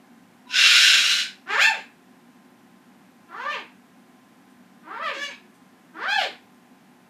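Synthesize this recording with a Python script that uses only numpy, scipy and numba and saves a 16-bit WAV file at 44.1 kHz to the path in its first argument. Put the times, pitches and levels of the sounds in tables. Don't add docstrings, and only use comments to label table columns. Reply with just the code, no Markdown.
import sys
import numpy as np
from scipy import signal
from scipy.fft import rfft, irfft
from scipy.io import wavfile
from scipy.ndimage import uniform_filter1d, minimum_filter1d
from numba import njit

SR = 44100
rng = np.random.default_rng(int(sys.argv[2]) if len(sys.argv) > 2 else 0)


def waveform_to_disk(signal):
    frames = np.transpose(np.atleast_2d(signal))
    scaled = np.clip(frames, -1, 1) * 32767
    samples = np.round(scaled).astype(np.int16)
    wavfile.write(sys.argv[1], SR, samples)


N = 312757
CUTOFF_HZ = 15450


def amp(db):
    return 10 ** (np.asarray(db) / 20)


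def rms_one(x):
    return x / np.sqrt(np.mean(x ** 2) + 1e-20)


def at_hz(points, hz):
    points = np.array(points)
    return np.interp(np.log(np.maximum(hz, 1)), np.log(points[:, 0]), points[:, 1])


def in_time(rows):
    s, *columns = np.transpose(rows)
    at = np.arange(round(s[0] * SR), round(s[-1] * SR))
    return at[0], [np.interp(at / SR, s, column) for column in columns]


def fade(count, seconds):
    k = np.arange(count)
    return np.clip(np.minimum(k, count - k) / (seconds * SR), 0, 1)


def drift(count, rate_hz):
    r = np.exp(-2 * np.pi * rate_hz / SR)
    settle = 4000
    noise = rng.standard_normal(count + settle)
    return rms_one(signal.lfilter([1], [1, -2 * r, r * r], noise)[settle:])


def filtered(x, order, hz, kind):
    return signal.sosfilt(signal.butter(order, hz, kind, fs=SR, output="sos"), x)


@njit
def resonate(x, hz, r, sr):
    y = np.zeros(len(x))
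    for i in range(2, len(x)):
        drive = (1 - r * r) / 2 * (x[i] - x[i - 2])
        y[i] = drive + 2 * r * np.cos(2 * np.pi * hz[i] / sr) * y[i - 1] - r * r * y[i - 2]
    return y


def resonance(x, hz, width_hz):
    return resonate(x, hz + np.zeros(len(x)), np.exp(-np.pi * max(width_hz, 10) / SR), float(SR))


def drone():
    # frequency in Hz, relative density in dB per Hz.
    spectrum = [(15, -72), (25, -62), (109, -20.5), (160, -15), (210, -9.5), (290, -10), (335, -18.5),
                (637, -21.5), (769, -17), (1000, -22), (1090, -22.5), (1670, -21.5), (4380, -34),
                (15000, -40.5)]
    # centre in Hz, width in Hz, lift in dB.
    housing = [(188, 25, 7), (246, 32, 9), (360, 20, 11), (764, 210, 3), (1638, 130, 1)]
    whine_hz, whine_db, noise_rms_db = 1035, -66.5, -53.5
    hz = np.fft.rfftfreq(N, 1 / SR)
    lift_db = sum(db / (1 + (2 * (hz - centre) / width) ** 2) for centre, width, db in housing)
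    whine = amp(whine_db + 1.1 * drift(N, 3.0)) * np.sin(2 * np.pi * whine_hz * np.arange(N) / SR)
    shaped = rfft(rng.standard_normal(N)) * amp(at_hz(spectrum, hz) + lift_db)
    return whine + amp(noise_rms_db) * rms_one(irfft(shaped, N))


def ticks():
    # start in seconds, peak level ahead of the room in dB.
    tick_rows = [(0.341, -52), (2.4994, -60), (4.4994, -47), (5.5438, -41.5), (6.5455, -47)]
    centre_hz, width_hz, decay_s = 6800, 7400, .002
    out, t = np.zeros(N), np.arange(800) / SR
    for s, db in tick_rows:
        puff = resonance(rng.standard_normal(len(t)) * np.exp(-t / decay_s), centre_hz, width_hz)
        start = round(s * SR)
        out[start:start + len(t)] = amp(db) * puff / np.max(np.abs(puff))
    return out


def screech_opening():
    # time in seconds, pitch in Hz, tone level in dB.
    opening_rows = [(.45, 960, -66), (.475, 1000, -45.5), (.51, 1000, -42.5), (.54, 1040, -53)]
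    ring_hz, ring_db = 3865, -8.5
    start, (hz, level_db) = in_time(opening_rows)
    count = len(hz)
    tone = np.sin(2 * np.pi * np.cumsum(hz) / SR)
    ring = np.sin(2 * np.pi * ring_hz * np.arange(count) / SR)
    level = amp(level_db) * fade(count, .01) * amp(3.0 * drift(count, 60.0))
    out = np.zeros(N)
    out[start:start + count] = level * (tone + amp(ring_db) * ring)
    return out


def screech():
    # time in seconds, level in dB, level of the treble against the body in dB.
    screech_rows = [(0.46, -60, -5.5), (0.5, -37.5, -19), (0.536, -22.5, -30), (0.576, -11.5, -20.5),
                    (0.726, -10, -16), (0.836, -11.5, -13.5), (0.99, -15, -16), (1.1, -15.5, -14.5),
                    (1.202, -19.5, -16.5), (1.27, -41, -43)]
    # first centre in Hz, last centre in Hz.
    throat_paths = [(1480, 1458), (2730, 2800), (3800, 3910), (5250, 5480)]
    # width of the sharper stage in Hz, relative level in dB.
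    throat_rows = [(110, -5), (220, 0), (400, -6), (550, -5)]
    # centre in Hz, width of the sharper stage in Hz, relative level in dB.
    fixed_rows = [(640, 120, -31), (2200, 560, -21), (7393, 1200, -7)]
    slap_hz, slap_jitter, slap_spread_db, rasp_db = 1344.5, .3, 5, -9.5
    flutter_db, flutter_hz, wander_share = 1.8, 60, .012

    start, (level_db, treble_db) = in_time(screech_rows)
    count = len(level_db)
    luck = rng.standard_normal((count // 16, 2))
    at = np.cumsum(SR / slap_hz * np.exp(slap_jitter * luck[:, 0])).astype(int)
    inside = at < count
    slaps = np.zeros(count)
    slaps[at[inside]] = amp(slap_spread_db * luck[inside, 1])
    drive = rms_one(slaps - slaps.mean()) + amp(rasp_db) * rng.standard_normal(count)
    drive = drive * amp(flutter_db * drift(count, flutter_hz))

    body = np.zeros(count)
    for k, ((first_hz, last_hz), (width_hz, db)) in enumerate(zip(throat_paths, throat_rows)):
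        centre_hz = np.linspace(first_hz, last_hz, count) * (1 + wander_share * drift(count, 4.2))
        ringing = resonance(resonance(drive, centre_hz, width_hz), centre_hz, 15.0 * width_hz)
        body += (-1) ** k * amp(db) * rms_one(ringing)
    body = filtered(body, 3, 1200, "high")
    low, middle, high = [amp(db) * rms_one(resonance(resonance(drive, hz, width_hz), hz, 2 * width_hz))
                         for hz, width_hz, db in fixed_rows]
    hiss = rms_one(filtered(rng.standard_normal(count), 2, [6500, 11800], "band"))
    voice = rms_one(body + low + middle) + amp(treble_db) * (high + amp(-6.0) * hiss)
    out = np.zeros(N)
    out[start:start + count] = voice * amp(level_db) * fade(count, 0.022)
    return out + screech_opening()


def whoop(rows, throat_hz, beak_hz, top_hz, top_db, treble_db, fundamental_db, swell_db):
    # frequency in Hz, gain in dB.
    head_colour = [(250, 6), (500, -4.5), (1000, 0.5), (2000, 1.5), (3000, 1), (4500, -2), (5400, -2.5),
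                   (6400, -12), (7500, -15.5), (9500, -23.5), (11000, -6.5), (13000, -17), (15000, -31)]
    throat_half_width_hz, beak_half_width_hz, top_half_width_hz = 446, 450, 390
    waver_share, hoarse_db, taut_hz = .016, -13, 850
    swell_s = 0.024

    start, (pitch_hz, level_db, opening, slope_db) = in_time(rows)
    count = len(pitch_hz)
    throat_db = np.interp(opening, [0, 1], [23.8, 3.4])
    beak_db = np.interp(opening, [0, 1], [2.5, 16.45])
    first_db = np.interp(opening, [0, 1], [-5.5, -0.8])

    slack = np.clip(2 - 2 * pitch_hz / taut_hz, .15, 1)
    wavering_hz = pitch_hz * (1 + waver_share * slack * drift(count, 89))
    turn = 2 * np.pi * np.cumsum(wavering_hz) / SR
    order = np.arange(1, 41)[:, None]
    hz = order * pitch_hz

    cavities = [(throat_db, throat_hz, throat_half_width_hz), (beak_db, beak_hz, beak_half_width_hz),
                (top_db, top_hz, top_half_width_hz)]
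    lift_db = sum(db / (1 + ((hz - centre) / width) ** 2) for db, centre, width in cavities)
    lift_db = lift_db + treble_db * np.clip(2 * np.log2(hz / 8000), 0, 1)
    gains = amp(slope_db * np.log2(order) + lift_db + at_hz(head_colour, hz)) * (hz < CUTOFF_HZ)
    past_top = np.clip((np.arange(count) - np.argmax(pitch_hz)) / (swell_s * SR), 0, 1)
    gains[0] *= amp(first_db + fundamental_db + swell_db * past_top)
    gains = gains / np.sqrt(np.sum(gains ** 2, axis=0) / 2)

    uneven = np.array([drift(count, 250) for _ in range(3)])[order[:, 0] % 3]
    blur = 1 + amp(hoarse_db) * slack * uneven * np.sqrt(order)
    voice = np.sum(gains * blur * np.sin(order * turn), axis=0)
    out = np.zeros(N)
    out[start:start + count] = voice * amp(level_db) * fade(count, 0.0043)
    return filtered(out, 4, 220, "high")


def room(x):
    # frequency in Hz, time to fall 60 dB in seconds.
    decay_rows = [(200, 0.3153), (600, 0.24), (1500, 0.31), (4000, 0.29), (8000, 0.28), (15000, 0.27)]
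    wet_db, first_echo_s = 7, 0.0023
    t, tail = np.arange(SR // 2) / SR, 0
    white = rng.standard_normal(SR // 2)
    for low_hz in 88 * 2. ** np.arange(8):
        band = filtered(white, 2, [low_hz, min(2 * low_hz, .45 * SR)], "band")
        t60_s = at_hz(decay_rows, low_hz * np.sqrt(2))
        tail = tail + band * amp(-60 * t / t60_s)
    tail = tail * np.clip(t / first_echo_s - 1, 0, 1)
    wet = signal.fftconvolve(x, tail / np.sqrt(np.sum(tail ** 2)))[:N]
    return (x + amp(wet_db) * wet) / np.sqrt(1 + amp(2 * wet_db))


def scene():
    # time in seconds, pitch in Hz, level in dB, beak opening 0-1,
    # pressing of the membranes as overtone slope in dB per octave.
    calls = [
        [(1.455, 327, -52, 0.5, -11.5), (1.478, 355.2, -31.5, 0.3, -5), (1.51, 411.6, -22.5, 0.57, -5),
         (1.55, 460, -20.5, 0.33, -3.5), (1.585, 602, -16, 0.37, -5.5), (1.618, 815, -11, 0.76, 1),
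         (1.646, 897.3, -13, .95, 1), (1.685, 881, -18.5, 0.95, -2), (1.722, 728, -29, 0.65, -4),
         (1.8, 318, -42, 1, 0)],
        [(3.28, 335.3, -51.5, 0.5, -6.5), (3.32, 340, -36, 0, -8.5), (3.368, 437, -32.5, .05, -5),
         (3.42, 517, -28.5, 0.28, -5.5), (3.474, 591.7, -25.5, 0.35, -7.5), (3.516, 609.4, -26.5, 0.83, -4),
         (3.54, 525.5, -26.5, 1, -6.5), (3.58, 409, -36.5, 1, -6), (3.63, 288, -46.5, 0.7, -9)],
        [(4.83, 295.5, -53, 0.3, -5.5), (4.868, 307.5, -39, 0.14, -9.5), (4.936, 445.5, -31, 0.1, -7),
         (4.97, 470, -31, 0.03, -4), (4.996, 578.5, -31, 0.54, -11.5), (5.038, 668.5, -21.5, 0.37, -4.5),
         (5.086, 570, -25, 0.72, -4.5), (5.13, 430.6, -38, 1, -4.5), (5.18, 286, -41, 0.7, -7.5)],
        [(5.93, 306, -51, 0.54, -9), (5.966, 330.1, -34, 0.07, -8), (6.024, 505, -27.5, 0.22, -4.5),
         (6.07, 730, -20.5, 0.23, -7.5), (6.096, 804, -19.5, 0.55, -1.5), (6.146, 878.5, -21, 0.67, -3),
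         (6.2, 729, -17.5, .75, 0), (6.222, 618.5, -21.5, 0.87, -0.1), (6.29, 293.4, -41.5, 1, -0.2)],
        [(5.13, 523, -33.5, 0.78, -1), (5.198, 573, -30.5, 0.18, 2.5), (5.252, 573.5, -27.5, 0.9, 2.6),
         (5.282, 549.5, -42, 0.86, -7), (5.32, 416, -32.5, 1, 1)],
    ]
    # throat, beak and top resonance in Hz, lift of the top one in dB,
    # treble gain in dB (from 8 kHz, full half an octave up), fundamental gain in dB,
    # its further change in dB once the pitch has peaked.
    postures = [(1516, 2700, 7100, 10.5, -7.5, -1.5, 11), (1317, 2810, 6500, 7, -5, 0.5, -3.5),
                (1326, 2760, 5900, -6, -7, -1.5, 5), (1430, 2960, 4400, 3, -9.5, 2.5, 13.5),
                (1630, 2740, 6300, 7.5, -14, 15, -16)]
    birds = screech() + sum(whoop(rows, *posture) for rows, posture in zip(calls, postures))
    return (room(birds + ticks()) + drone())[None]


def record(dry):
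    ceiling, limiter_s = .75, .004
    span = round(limiter_s * SR)
    needed = np.minimum(1, ceiling / (np.abs(dry) + 1e-9))
    gain = uniform_filter1d(minimum_filter1d(needed, size=2 * span), size=span)
    return signal.sosfilt(signal.cheby2(16, 70, CUTOFF_HZ, fs=SR, output="sos"), gain * dry)


dry = scene()
out = record(dry)
waveform_to_disk(out)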